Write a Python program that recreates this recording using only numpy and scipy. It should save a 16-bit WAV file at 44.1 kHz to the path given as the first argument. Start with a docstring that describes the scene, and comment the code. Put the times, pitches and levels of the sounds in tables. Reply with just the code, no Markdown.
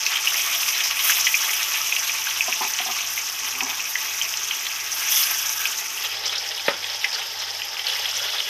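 """A close, bright sizzle with sharp pops: fish frying in a metal wok in a small kitchen. Steam bubbles burst in
three sizes, surging as wet pieces meet the oil; water drops pop and spit, and a ladle scrapes the metal. Off to
the side the ladle knocks and scrapes in a tub as it picks up the next piece, one sharp click sounds nearby, and
a motor hums faintly. The microphone is above the wok; at about six seconds the sound crossfades to a duller
sizzle, heard from beside the rim."""
import sys
import numpy as np
from scipy import signal
from scipy.io import wavfile
from scipy.ndimage import uniform_filter1d, minimum_filter1d

SR = 44100
rng = np.random.default_rng(int(sys.argv[2]) if len(sys.argv) > 2 else 0)


def unload_audio(sound):
    """Save the sound as a 16-bit wav file, at the path given as the first command line argument."""
    columns = np.transpose(np.atleast_2d(sound))
    # keep every value between -1 and 1, then stretch to whole-number steps
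    steps = np.round(np.clip(columns, -1, 1) * 32767)
    wavfile.write(sys.argv[1], SR, steps.astype(np.int16))


N = 374409
T = np.arange(N) / SR


def amp(db):
    """Decibels to gain."""
    return 10 ** (np.asarray(db) / 20)


def unit_rms(x):
    """Scales to an rms of one."""
    return x / np.sqrt(np.mean(x ** 2) + 1e-20)


def add(mix, start_s, sound):
    """Mixes a sound in at start_s."""
    part = mix[max(round(start_s * SR), 0):][:len(sound)]
    part += sound[:len(part)]


def wander(per_s):
    """A random curve of about unit size, with per_s turns a second."""
    knots = rng.standard_normal(2048)
    return np.interp(T * per_s, np.arange(len(knots)), knots)


def at_freq(points, hz):
    """Reads a table on a log-frequency axis."""
    freqs, values = np.transpose(points)
    return np.interp(np.log(hz + 1), np.log(freqs + 1), values)


def colour(x, points, size=4096):
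    """Causal filter with the given spectrum, falling steeply past its last point."""
    hz = abs(np.fft.fftfreq(size, 1 / SR))
    db = at_freq(points, hz) - 60 * np.log2(np.maximum(hz / points[-1][0], 1))
    log_gain = np.log(amp(np.maximum(db, -100)))
    taps = np.fft.ifft(np.exp(np.conj(signal.hilbert(log_gain)))).real  # minimum phase
    return signal.oaconvolve(x, taps)[:len(x)]


def low_cut(x, hz):
    """Removes the bass below hz."""
    return signal.sosfilt(signal.butter(3, hz, "high", fs=SR, output="sos"), x)


def resonate(x, modes):
    """Drives resonances with x, each to its own rms level."""
    out = np.zeros(len(x))
    for hz, width_hz, db in modes:
        pole = np.exp((2j * np.pi * hz - np.pi * width_hz) / SR)
        out += amp(db) * unit_rms(signal.lfilter([1], [1, -pole], x).real)
    return out


def struck_mode(t, hz, db, t60_s):
    """One mode of a struck object: a sine that falls 60 dB in t60_s."""
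    return amp(db) * np.exp(-np.log(1000) * t / t60_s) * np.sin(2 * np.pi * hz * t)


def burst(hz, cycles):
    """One bursting bubble: a ring that peaks after `cycles` turns and dies quickly."""
    turns = hz * np.arange(2048) / SR
    return turns / cycles * np.exp(1 - turns / cycles) * np.sin(2 * np.pi * turns)


def froth(noise, hz, cycles):
    """Noise rung through a bubble: a dense cluster of bursts around one pitch."""
    return unit_rms(signal.fftconvolve(noise, burst(hz, cycles))[:len(noise)])


def rim_share(midway_s=6.05, crossfade_s=0.21):
    """Crossfade between two listening places: 0 above the wok, 1 beside its rim."""
    return np.clip((T - midway_s) / crossfade_s + .5, 0, 1)


# Reverberation of the small kitchen: freq_hz, t60_s
KITCHEN_DECAY = [(150, 0.39), (700, 0.19), (2500, 0.1), (7000, 0.07), (15000, 0.14)]

def kitchen(x, wet_db):
    """Direct sound plus dense reflections from walls close to the microphone."""
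    hz, t, spectrum = signal.stft(rng.standard_normal(SR // 2), SR, nperseg=256)
    decay = amp(-60 * t / at_freq(KITCHEN_DECAY, hz)[:, None])
    tail = signal.istft(spectrum * decay, SR, nperseg=256)[1]
    tail[:SR // 250] = 0  # the first reflection arrives after 4 ms
    return x + amp(wet_db) * signal.oaconvolve(x, tail / np.linalg.norm(tail))[:len(x)]


def motor_hum(mains_hz=99.93, motor_hz=98.37, in_step_s=0.41, mains_db=-73, motor_db=-64.5):
    """In the background a motor turns a little slower than the mains hum, so the two beat."""
    mains, motor = (np.sqrt(2) * np.cos(2 * np.pi * hz * (T - in_step_s)) for hz in (mains_hz, motor_hz))
    hum = amp(mains_db) * mains + amp(motor_db) * motor
    return hum * amp(1.2 * wander(13) + 2 * rim_share())  # wavers; louder at the rim


# Spectrum of the stove under the wok: freq_hz, level_db
STOVE_SPECTRUM = [(20, 7), (45, -12), (80, 18.5), (130, 16.5), (220, 6), (400, -25)]

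def stove_rumble(level_db=-70):
    """The stove gives a low, steady rumble."""
    return amp(level_db) * unit_rms(colour(rng.standard_normal(N), STOVE_SPECTRUM))


# Spectrum of the ladle's scrape in the tub: freq_hz, level_db
SLIDE_SPECTRUM = [(150, -24.5), (225, -11), (265, 11), (315, -14.5), (410, 3), (540, -34), (740, 7),
                  (1080, 5), (1400, -12), (2200, -21)]

def tub_scrape(start_s=3.4, fastest_s=3.64, end_s=3.8, level_db=-35.5, ends_db=-16, judder_db=4.5):
    """The ladle is pushed through the tub with a juddering scrape that swells and stops."""
    swell_db = np.interp(T, [start_s, fastest_s, end_s], [ends_db, 0, ends_db])
    gain = amp(level_db + swell_db) * (T > start_s) * (T < end_s)
    friction = rng.standard_normal(N) * amp(judder_db * wander(90))
    return gain * unit_rms(colour(friction, SLIDE_SPECTRUM))


# Dull knocks of the ladle in the tub: start_s, level_db, pitch_hz
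KNOCKS = [(2.48, -14, 731), (2.607, -10, 880), (2.643, -16.5, 880), (2.799, -16.5, 770), (2.86, -20, 725),
          (2.885, -17.5, 756), (2.898, -22, 733), (3.579, -21, 1170), (3.714, -25, 1010)]
# Dull, hollow ring of the knocks: pitch_hz, level_db, t60_s
KNOCK_MODES = [(236, -18.5, 0.066), (396, -17.5, 0.077), (750, -12.5, 0.078), (1036, -9, 0.075),
               (1262, -10.5, 0.073)]

def knocks(t60_s=0.046, bounce_s=0.0098, bounce_db=-6, attack_s=0.0059, contacts=3):
    """The ladle knocks in the tub and chatters to rest, each contact ringing differently."""
    out, t = np.zeros(N), np.arange(SR // 4) / SR
    soft_attack = 1 - np.exp(-t / attack_s)
    for start_s, level_db, pitch_hz in KNOCKS:
        modes = KNOCK_MODES + [(pitch_hz, 0, t60_s)]
        for bounce in range(contacts):
            ring = sum(struck_mode(t, hz * rng.uniform(0.94, 1.05), db, t60) for hz, db, t60 in modes)
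            add(out, start_s, amp(level_db + bounce * bounce_db) * ring * soft_attack)
            start_s += bounce_s * rng.uniform(0.633, 1.4)
    return amp(-0.5) * kitchen(low_cut(out, 170), wet_db=-15)


# Hollow ring of the nearby click: pitch_hz, level_db, t60_s
CLICK_MODES = [(290, -20, 0.11), (413, -12, 0.067), (566, 1, 0.11), (900, -7, 0.13), (1260, -5.5, 0.19),
               (1810, -7, .16), (1816, 5, 0.074), (2030, -4, 0.13), (2450, -8, 0.081), (3200, -18, 0.14)]
# Spectrum of its rattle: freq_hz, level_db
RATTLE_SPECTRUM = [(50, -25), (150, -23), (300, -2.5), (1200, 1), (2100, -0.5), (3500, -2), (4300, -17)]

def click(start_s=6.6816, contact_s=.0062, ring_db=-18.5, tail_db=-2.5, rattle_db=-21, rattle_s=0.045):
    """Close to the microphone: a few milliseconds of hard contact, then a short ring and rattle."""
    out, t = np.zeros(N), np.arange(SR // 4) / SR
    contact = np.exp(-(t / contact_s) ** 4)
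    ring = sum((-1) ** k * struck_mode(t, *mode) for k, mode in enumerate(CLICK_MODES))
    rattle = unit_rms(colour(rng.standard_normal(len(t)), RATTLE_SPECTRUM)) * np.exp(-t / rattle_s)
    add(out, start_s, (amp(ring_db) * ring + amp(rattle_db) * rattle) * (contact + amp(tail_db)))
    return kitchen(low_cut(out, 125), wet_db=-17)


# Loudness curve of the ladle on the wok's bottom: time_s, level_db
LADLE_STROKE = [(4.95, -42), (5.02, -28), (5.1, -51), (5.28, -29), (5.37, -36), (5.63, -31.5), (5.66, -33),
                (5.71, -33.5), (5.78, -67)]
# Ring of the ladle's bowl: pitch_hz, width_hz, level_db
LADLE_MODES = [(1307, 24, -13), (1626, 116, -5.5), (2630, 760, -6.5)]

def ladle(judder_db=2.5):
    """Below the microphone the ladle sticks and slips on the wok while it eases a piece off."""
    friction = rng.standard_normal(N) * amp(judder_db * wander(70))
    stroke = amp(np.interp(T, *np.transpose(LADLE_STROKE)))
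    return stroke * low_cut(resonate(friction, LADLE_MODES), 620)


# Hollow resonances of the wok over the stove: pitch_hz, width_hz, level_db
WOK_MODES = [(273.7, 7.7, -73), (422, 50, -62.5), (548, 180, -61), (889.6, 27, -49.5), (1110, 260, -49)]

def wok_ring(rim_db=-2.5):
    """The simmering keeps the wok ringing, a little weaker from beside the rim."""
    return resonate(rng.standard_normal(N), WOK_MODES) * amp(rim_db * rim_share())


# Narrow ringing peaks that colour the sizzle at the microphone: pitch_hz, width_hz, relative_db
SIZZLE_PEAKS = [(1955, 56, -6.5), (2248, 46, -11), (2557, 120, -7), (5800, 340, -6.5)]

def echo_and_peaks(x, echo_s=0.000963, echo_db=-17):
    """The wok's steep wall returns one quick echo, and narrow peaks ring at the microphone."""
    out = x.copy()
    add(out, echo_s, amp(echo_db) * x)
    for hz, width_hz, db in SIZZLE_PEAKS:
        b, a = signal.iirpeak(hz, hz / width_hz, fs=SR)
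        out += amp(db) * signal.lfilter(b, a, x)
    return out


# Wet specks in the wok: start_s, level_db, pitch_hz
FIZZES = [(0.834, -23.5, 5350), (1.242, -22, 5740), (2.675, -32, 13000), (3.155, -30, 13000),
          (3.886, -29.5, 12600), (4.94, -34, 12500), (5.222, -24, 5170), (6.253, -24.5, 5300),
          (6.375, -26, 5160), (6.926, -30.5, 4900), (7.126, -24, 4870), (7.386, -29, 5560),
          (8.159, -28, 5830)]

def fizzes(swell_s=0.011, sputter_db=3):
    """A wet speck boils away in a soft cluster of tiny bursts that swells and dies."""
    out, t = np.zeros(N), np.arange(SR // 8) / SR
    swell = t / swell_s * np.exp(1 - t / swell_s)
    for start_s, level_db, pitch_hz in FIZZES:
        sputter = rng.standard_normal(len(t)) * amp(sputter_db * wander(250)[:len(t)])
        add(out, start_s, amp(level_db) * froth(sputter, pitch_hz, cycles=1.12) * swell)
    return low_cut(out, 2800)


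# Droplets on the bare metal: start_s, level_db, pitch_hz
SPITS = [(0.036, -18, 5460), (0.0525, -18, 4330), (0.0636, -8.5, 5230), (1.2012, -13, 5330),
         (1.3533, -16, 5900), (4.2215, -17, 6100), (4.3722, -13.5, 5800), (4.668, -17, 4200),
         (5.493, -14, 5860), (6.265, -22, 5170), (7.868, -13, 4270)]

def spits(crack_s=0.0013, tail_db=-11, tail_s=0.013):
    """A droplet snaps on hot metal: a bright crack and a brief fizz."""
    out, t = np.zeros(N), np.arange(2048) / SR
    decay = np.exp(-t / crack_s) + amp(tail_db) * np.exp(-t / tail_s)
    for start_s, level_db, pitch_hz in SPITS:
        fizz = froth(rng.standard_normal(len(t)), pitch_hz, cycles=1.0)
        add(out, start_s, amp(level_db) * fizz * decay)
    return amp(-3.5) * low_cut(out, 1400)


# Wet fish meets the oil as a piece is slid in or turned:
# start_s, hold_s, release_s, level_db, extra_spray_db, extra_steam_db, extra_large_db
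SURGES = [(0.227, 0.36, 0.36, -30.5, 0, -10, 0.5), (0.944, 0.46, 0.77, -30.5, 1.5, -4, -1),
          (1.026, 0.034, 0.071, -29, 6.5, -15, 2.5), (4.902, .75, 0.12, -31, -0.5, -8, -6),
          (5.09, 0.052, 0.092, -28.5, 6, 2, -17), (5.152, 0.021, .075, -26, 4, -6, -0.5),
          (7.853, .6, .5, -33, -3, 0.5, -0.5)]

def surge_power(layer=None, rise_s=0.025):
    """Boiling set off by wet fish rises, holds and dies away; a named layer adds its extra level."""
    power = np.zeros(N)
    for start_s, hold_s, release_s, level_db, spray_db, steam_db, large_db in SURGES:
        extra_db = {None: 0, "spray": spray_db, "steam": steam_db, "large": large_db}[layer]
        rise = np.clip((T - start_s) / rise_s, 0, 1)
        release = np.exp(-np.maximum(T - start_s - rise_s - hold_s, 0) / release_s)
        power += (amp(level_db + extra_db) * rise * release) ** 2
    return power


# Boil of each bubble size: start_db, drying_db_per_s, surge_db, rim_db
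LARGE_BOIL = (-29.5, -0.6946, -0.2, 1.56)
SMALL_BOIL = (-29.5, -.5, 0, -0.7)
SPRAY_BOIL = (-36.5, -0.35, -2, -5)

def boil(settings, layer=None):
    """Gain of one bubble size: a steady boil that fades as the fish dries, plus the surges."""
    start_db, drying_db_per_s, surge_db, rim_db = settings
    steady = amp(start_db + drying_db_per_s * T) ** 2
    surging = amp(surge_db) ** 2 * surge_power(layer)
    return np.sqrt(steady + surging) * amp(rim_db * rim_share())


# Spectrum of the steam around a wet piece: freq_hz, level_db
STEAM_SPECTRUM = [(1900, -33.5), (2550, -10), (2780, 2.5), (2890, 0), (3020, 9.5), (3170, -13), (3300, 6),
                  (3550, 1.5), (4200, -15)]

def steam(sputter_db=4):
    """A wet piece meets the oil and sheds a rush of like-sized bubbles: a narrow, sputtering hiss."""
    rush = rng.standard_normal(N) * amp(sputter_db * wander(120))
    return np.sqrt(surge_power("steam")) * unit_rms(colour(rush, STEAM_SPECTRUM))


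def stray_drops(per_s=0.8, level_db=-23, spread_db=2, pitch_hz=2700, octaves=0.18, cycles=3, snap_db=-8):
    """Rows for faint drops that burst by chance, more often while the oil surges."""
    activity = np.cumsum(boil(LARGE_BOIL))
    times = np.interp(rng.random(64), activity / activity[-1], T)
    scatter = rng.standard_normal((len(times), 2))
    drops = [(start_s, level_db + spread_db * louder, pitch_hz * 2 ** (octaves * higher), cycles, snap_db)
             for start_s, (louder, higher) in zip(times, scatter)]
    return drops[:int(per_s * N / SR)]


# The loudest water drops in the oil: start_s, level_db, pitch_hz, rise_cycles, snap_db (against the plop)
LOUD_DROPS = [(0.0651, -12, 2560, 2, 0), (0.1581, -10, 3220, 2.6, -4), (0.1706, -8, 2960, 1, -4),
              (0.2729, -5, 2830, 3.5, -10), (0.3584, -18, 2700, 3.5, -5), (0.6317, -15, 2720, 1.7, -5),
              (0.805, -16, 3330, 2.7, 7), (0.9934, -6, 3240, 0.7, -12), (1.0962, -9, 1650, 2.7, 4),
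              (1.1199, -9, 2750, 2.1, -4), (1.2683, -10.5, 2030, 3.7, 8), (1.3424, -1, 2420, 2.9, -12),
              (1.4927, -15, 2160, 2.4, 1), (1.5333, -13, 2700, 2.3, -7), (1.7417, -13, 2620, 2.1, -16),
              (1.9232, -11, 2560, 4.2, -3), (1.9646, -5, 2800, 0.98, -9.5), (2.0949, -11.5, 2500, 3.1, -7),
              (2.269, -16.5, 1550, 4.2, -4), (2.4077, -5, 2570, 2.8, -37), (2.5259, -9.5, 2560, 2.4, -11),
              (2.7886, -9, 3100, 0.99, -4), (3.1763, -16, 2260, 3.5, -1), (3.5524, -16, 2670, 1.5, -7),
              (3.606, -13, 2670, 4.4, 3.5), (3.9548, -10.5, 1980, 2.8, -6), (4.2141, -9.5, 3050, 3.9, -14),
              (4.3389, -20, 2900, 2.8, 4), (4.5099, -16.5, 3120, 3.5, 2), (4.6665, -15, 3420, 3.8, -2.5),
              (5.6545, -10, 2580, 3.3, 1), (6.2948, -13, 3370, 3.4, -15), (6.8428, -15.5, 3420, 3.8, -4),
              (7.0432, -13, 2320, 0.88, 0), (7.0451, -10, 2080, 1.8, -7), (7.6188, -12, 2970, 2.2, -7),
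              (7.7685, -22, 2710, 3.1, 3), (7.7936, -16, 3140, 3.7, -6), (7.8705, -18, 2900, 3.1, -1),
              (8.0564, -14, 3300, 3.5, -14), (8.4031, -10.5, 3030, 3.1, -9)]

def pops(snap_s=0.0051, snap_hz=2700, echo_s=.0032, echo_db=-9, ring_s=0.013, ring_db=-14):
    """A drop flashes to steam: a snap, a round plop, an echo off the wok's far wall and a short ring."""
    out, t = np.zeros(N), np.arange(2048) / SR
    for start_s, level_db, pitch_hz, rise_cycles, snap_db in LOUD_DROPS + stray_drops():
        swing = pitch_hz * t / rise_cycles
        plop = (swing * np.exp(1 - swing)) ** 2 * np.sin(2 * np.pi * pitch_hz * t)
        snap = froth(rng.standard_normal(len(t)), snap_hz, cycles=0.64) / 2 * np.exp(-t / snap_s)
        ring = froth(rng.standard_normal(len(t)), pitch_hz, cycles=2.5) / 2 * np.exp(-t / ring_s)
        add(out, start_s, amp(level_db) * (plop + amp(snap_db) * snap))
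        return_s = start_s + echo_s * rng.uniform(0.782, 1.114)
        add(out, return_s, amp(level_db) * (amp(echo_db) * plop + amp(ring_db) * ring))
    return amp(-1.0) * kitchen(low_cut(out, 900), wet_db=-7.5)


def bubbles(low_hz, high_hz, per_s, cycles, clump_db, swell_db, swells_per_s, tail_db, tail_s, foam_db,
            bands=14, spread_db=5.0):
    """Bubbles of many pitches burst at random; neighbours go off in clumps and the whole swarm swells."""
    out, decay = np.zeros(N), np.exp(-1 / (tail_s * SR))
    count = int(per_s * N / SR / bands)
    for hz in np.geomspace(low_hz, high_hz, bands):
        when, size = rng.random((2, 8000))[:, :count]
        size_db = spread_db * np.minimum(-np.log(size), 3.7)
        kicks = amp(size_db) * (-1) ** np.arange(count)
        train = unit_rms(np.bincount((when * N).astype(int), kicks, N))
        # each burst scatters around the bowl and dies away over the even wash of the foam
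        tail_power = amp(tail_db) ** 2 * signal.lfilter([1 - decay], [1, -decay], train ** 2)
        wash = np.sqrt(tail_power + amp(foam_db) ** 2) * rng.standard_normal(N)
        drive = (train + wash) * amp(clump_db * wander(55))
        out += np.sqrt(hz) * unit_rms(signal.oaconvolve(drive, burst(hz, cycles))[:N])
    return kitchen(out * amp(swell_db * wander(swells_per_s)), wet_db=-11.0)


def at_mic(x, above_spectrum, rim_spectrum):
    """The wok's wall shades the sound differently above and beside the rim; the two colours crossfade."""
    from_above = unit_rms(colour(x, above_spectrum))
    from_rim = unit_rms(colour(x, rim_spectrum))
    return np.sqrt(1 - rim_share()) * from_above + np.sqrt(rim_share()) * from_rim


# Colour of each bubble size, microphone above the wok or beside the rim: freq_hz, level_db
LARGE_ABOVE = [(76, -80), (130, -71), (319, -26), (410, -20), (527, -26.5), (697, -9.5), (773, -17),
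               (883, -10.5), (979, -17), (1070, -6.5), (1420, -8.5), (1700, -7), (1840, -7), (1990, -6),
               (2370, -2), (2550, 0), (3750, -5), (4300, -11), (5720, -19), (9680, -120)]
LARGE_RIM = [(76, -21), (130, -28), (241, -39), (370, -17), (442, -8.5), (667, -7), (718, -8), (870, -3),
             (1020, -14), (1260, -7), (1690, -2.5), (1840, -4.5), (2480, -4), (2960, 0.5), (3500, 1.5),
             (4300, -4.5), (5720, -52), (9680, -120)]
SMALL_ABOVE = [(2470, -34), (4200, -40), (4370, -12), (4980, -2.5), (5950, 0), (6480, -1.5), (7480, -12.5),
               (9200, -16), (12000, -30), (20200, -120)]
SMALL_RIM = [(2470, -32), (4200, -32), (4450, -7), (4950, -0.5), (5300, -0.5), (5620, -5), (6050, -7),
             (6630, -11), (7580, -20), (9200, -22), (12000, -66), (20200, -120)]
SPRAY_ABOVE = [(5180, -6), (8000, -4), (9000, -8.5), (10700, -8), (11500, -2), (12100, -2.5), (12700, -1.5),
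               (13050, -3), (13550, 2), (14200, -4.5), (15450, -1)]
SPRAY_RIM = [(5180, 7), (8000, -2), (9900, -8.5), (10800, -7.5), (11400, 0.5), (12200, -1.5), (12900, -2.5),
             (13450, -2), (14200, -3), (15450, -6)]

def frying(gust_db=1.0, flurry_db=0.4):
    """Close up, large bubbles crackle, small ones sizzle, and fine spray hisses on the hot metal."""
    large = bubbles(223.0, 4500, per_s=3600, cycles=1.0, clump_db=1.3, swell_db=1.9, swells_per_s=35,
                    tail_db=4.5, tail_s=0.0077, foam_db=1, bands=20)
    small = bubbles(3760, 8670, per_s=2800, cycles=1.0, clump_db=1.5, swell_db=1.2, swells_per_s=95,
                    tail_db=-2.5, tail_s=0.0018, foam_db=-1.0)
    spray = bubbles(9100, 13640, per_s=1100, cycles=1.4, clump_db=1.5, swell_db=1.0, swells_per_s=95,
                    tail_db=0.5, tail_s=0.0092, foam_db=0.5)
    crackle = boil(LARGE_BOIL, "large") * at_mic(large, LARGE_ABOVE, LARGE_RIM)
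    sizzle = boil(SMALL_BOIL) * at_mic(small, SMALL_ABOVE, SMALL_RIM)
    hiss = boil(SPRAY_BOIL, "spray") * at_mic(spray, SPRAY_ABOVE, SPRAY_RIM)
    # quick gusts of steam and slower flurries lift all sizes at once
    return (crackle + sizzle + hiss) * amp(gust_db * wander(80) + flurry_db * wander(9.2))


def scene():
    """The wok heard close up in mono, with the sounds of the kitchen around it."""
    wok = echo_and_peaks(frying() + steam() + pops() + spits() + fizzes()) + wok_ring() + ladle()
    return (wok + knocks() + tub_scrape() + click() + motor_hum() + stove_rumble())[None]


def record(dry):
    """After the microphone, a fast limiter holds the sharpest pops down and a low-pass trims the top."""
    ceiling, window, cutoff_hz = .57, 89, 15500  # the window spans 2 ms
    allowed_gain = ceiling / np.maximum(abs(dry), ceiling)
    limited = dry * uniform_filter1d(minimum_filter1d(allowed_gain, size=window), size=window)
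    low_pass = signal.firwin(511, cutoff_hz, window=("kaiser", 9), fs=SR)
    return signal.oaconvolve(limited, low_pass[None], "same")


dry = scene()
out = record(dry)
unload_audio(out)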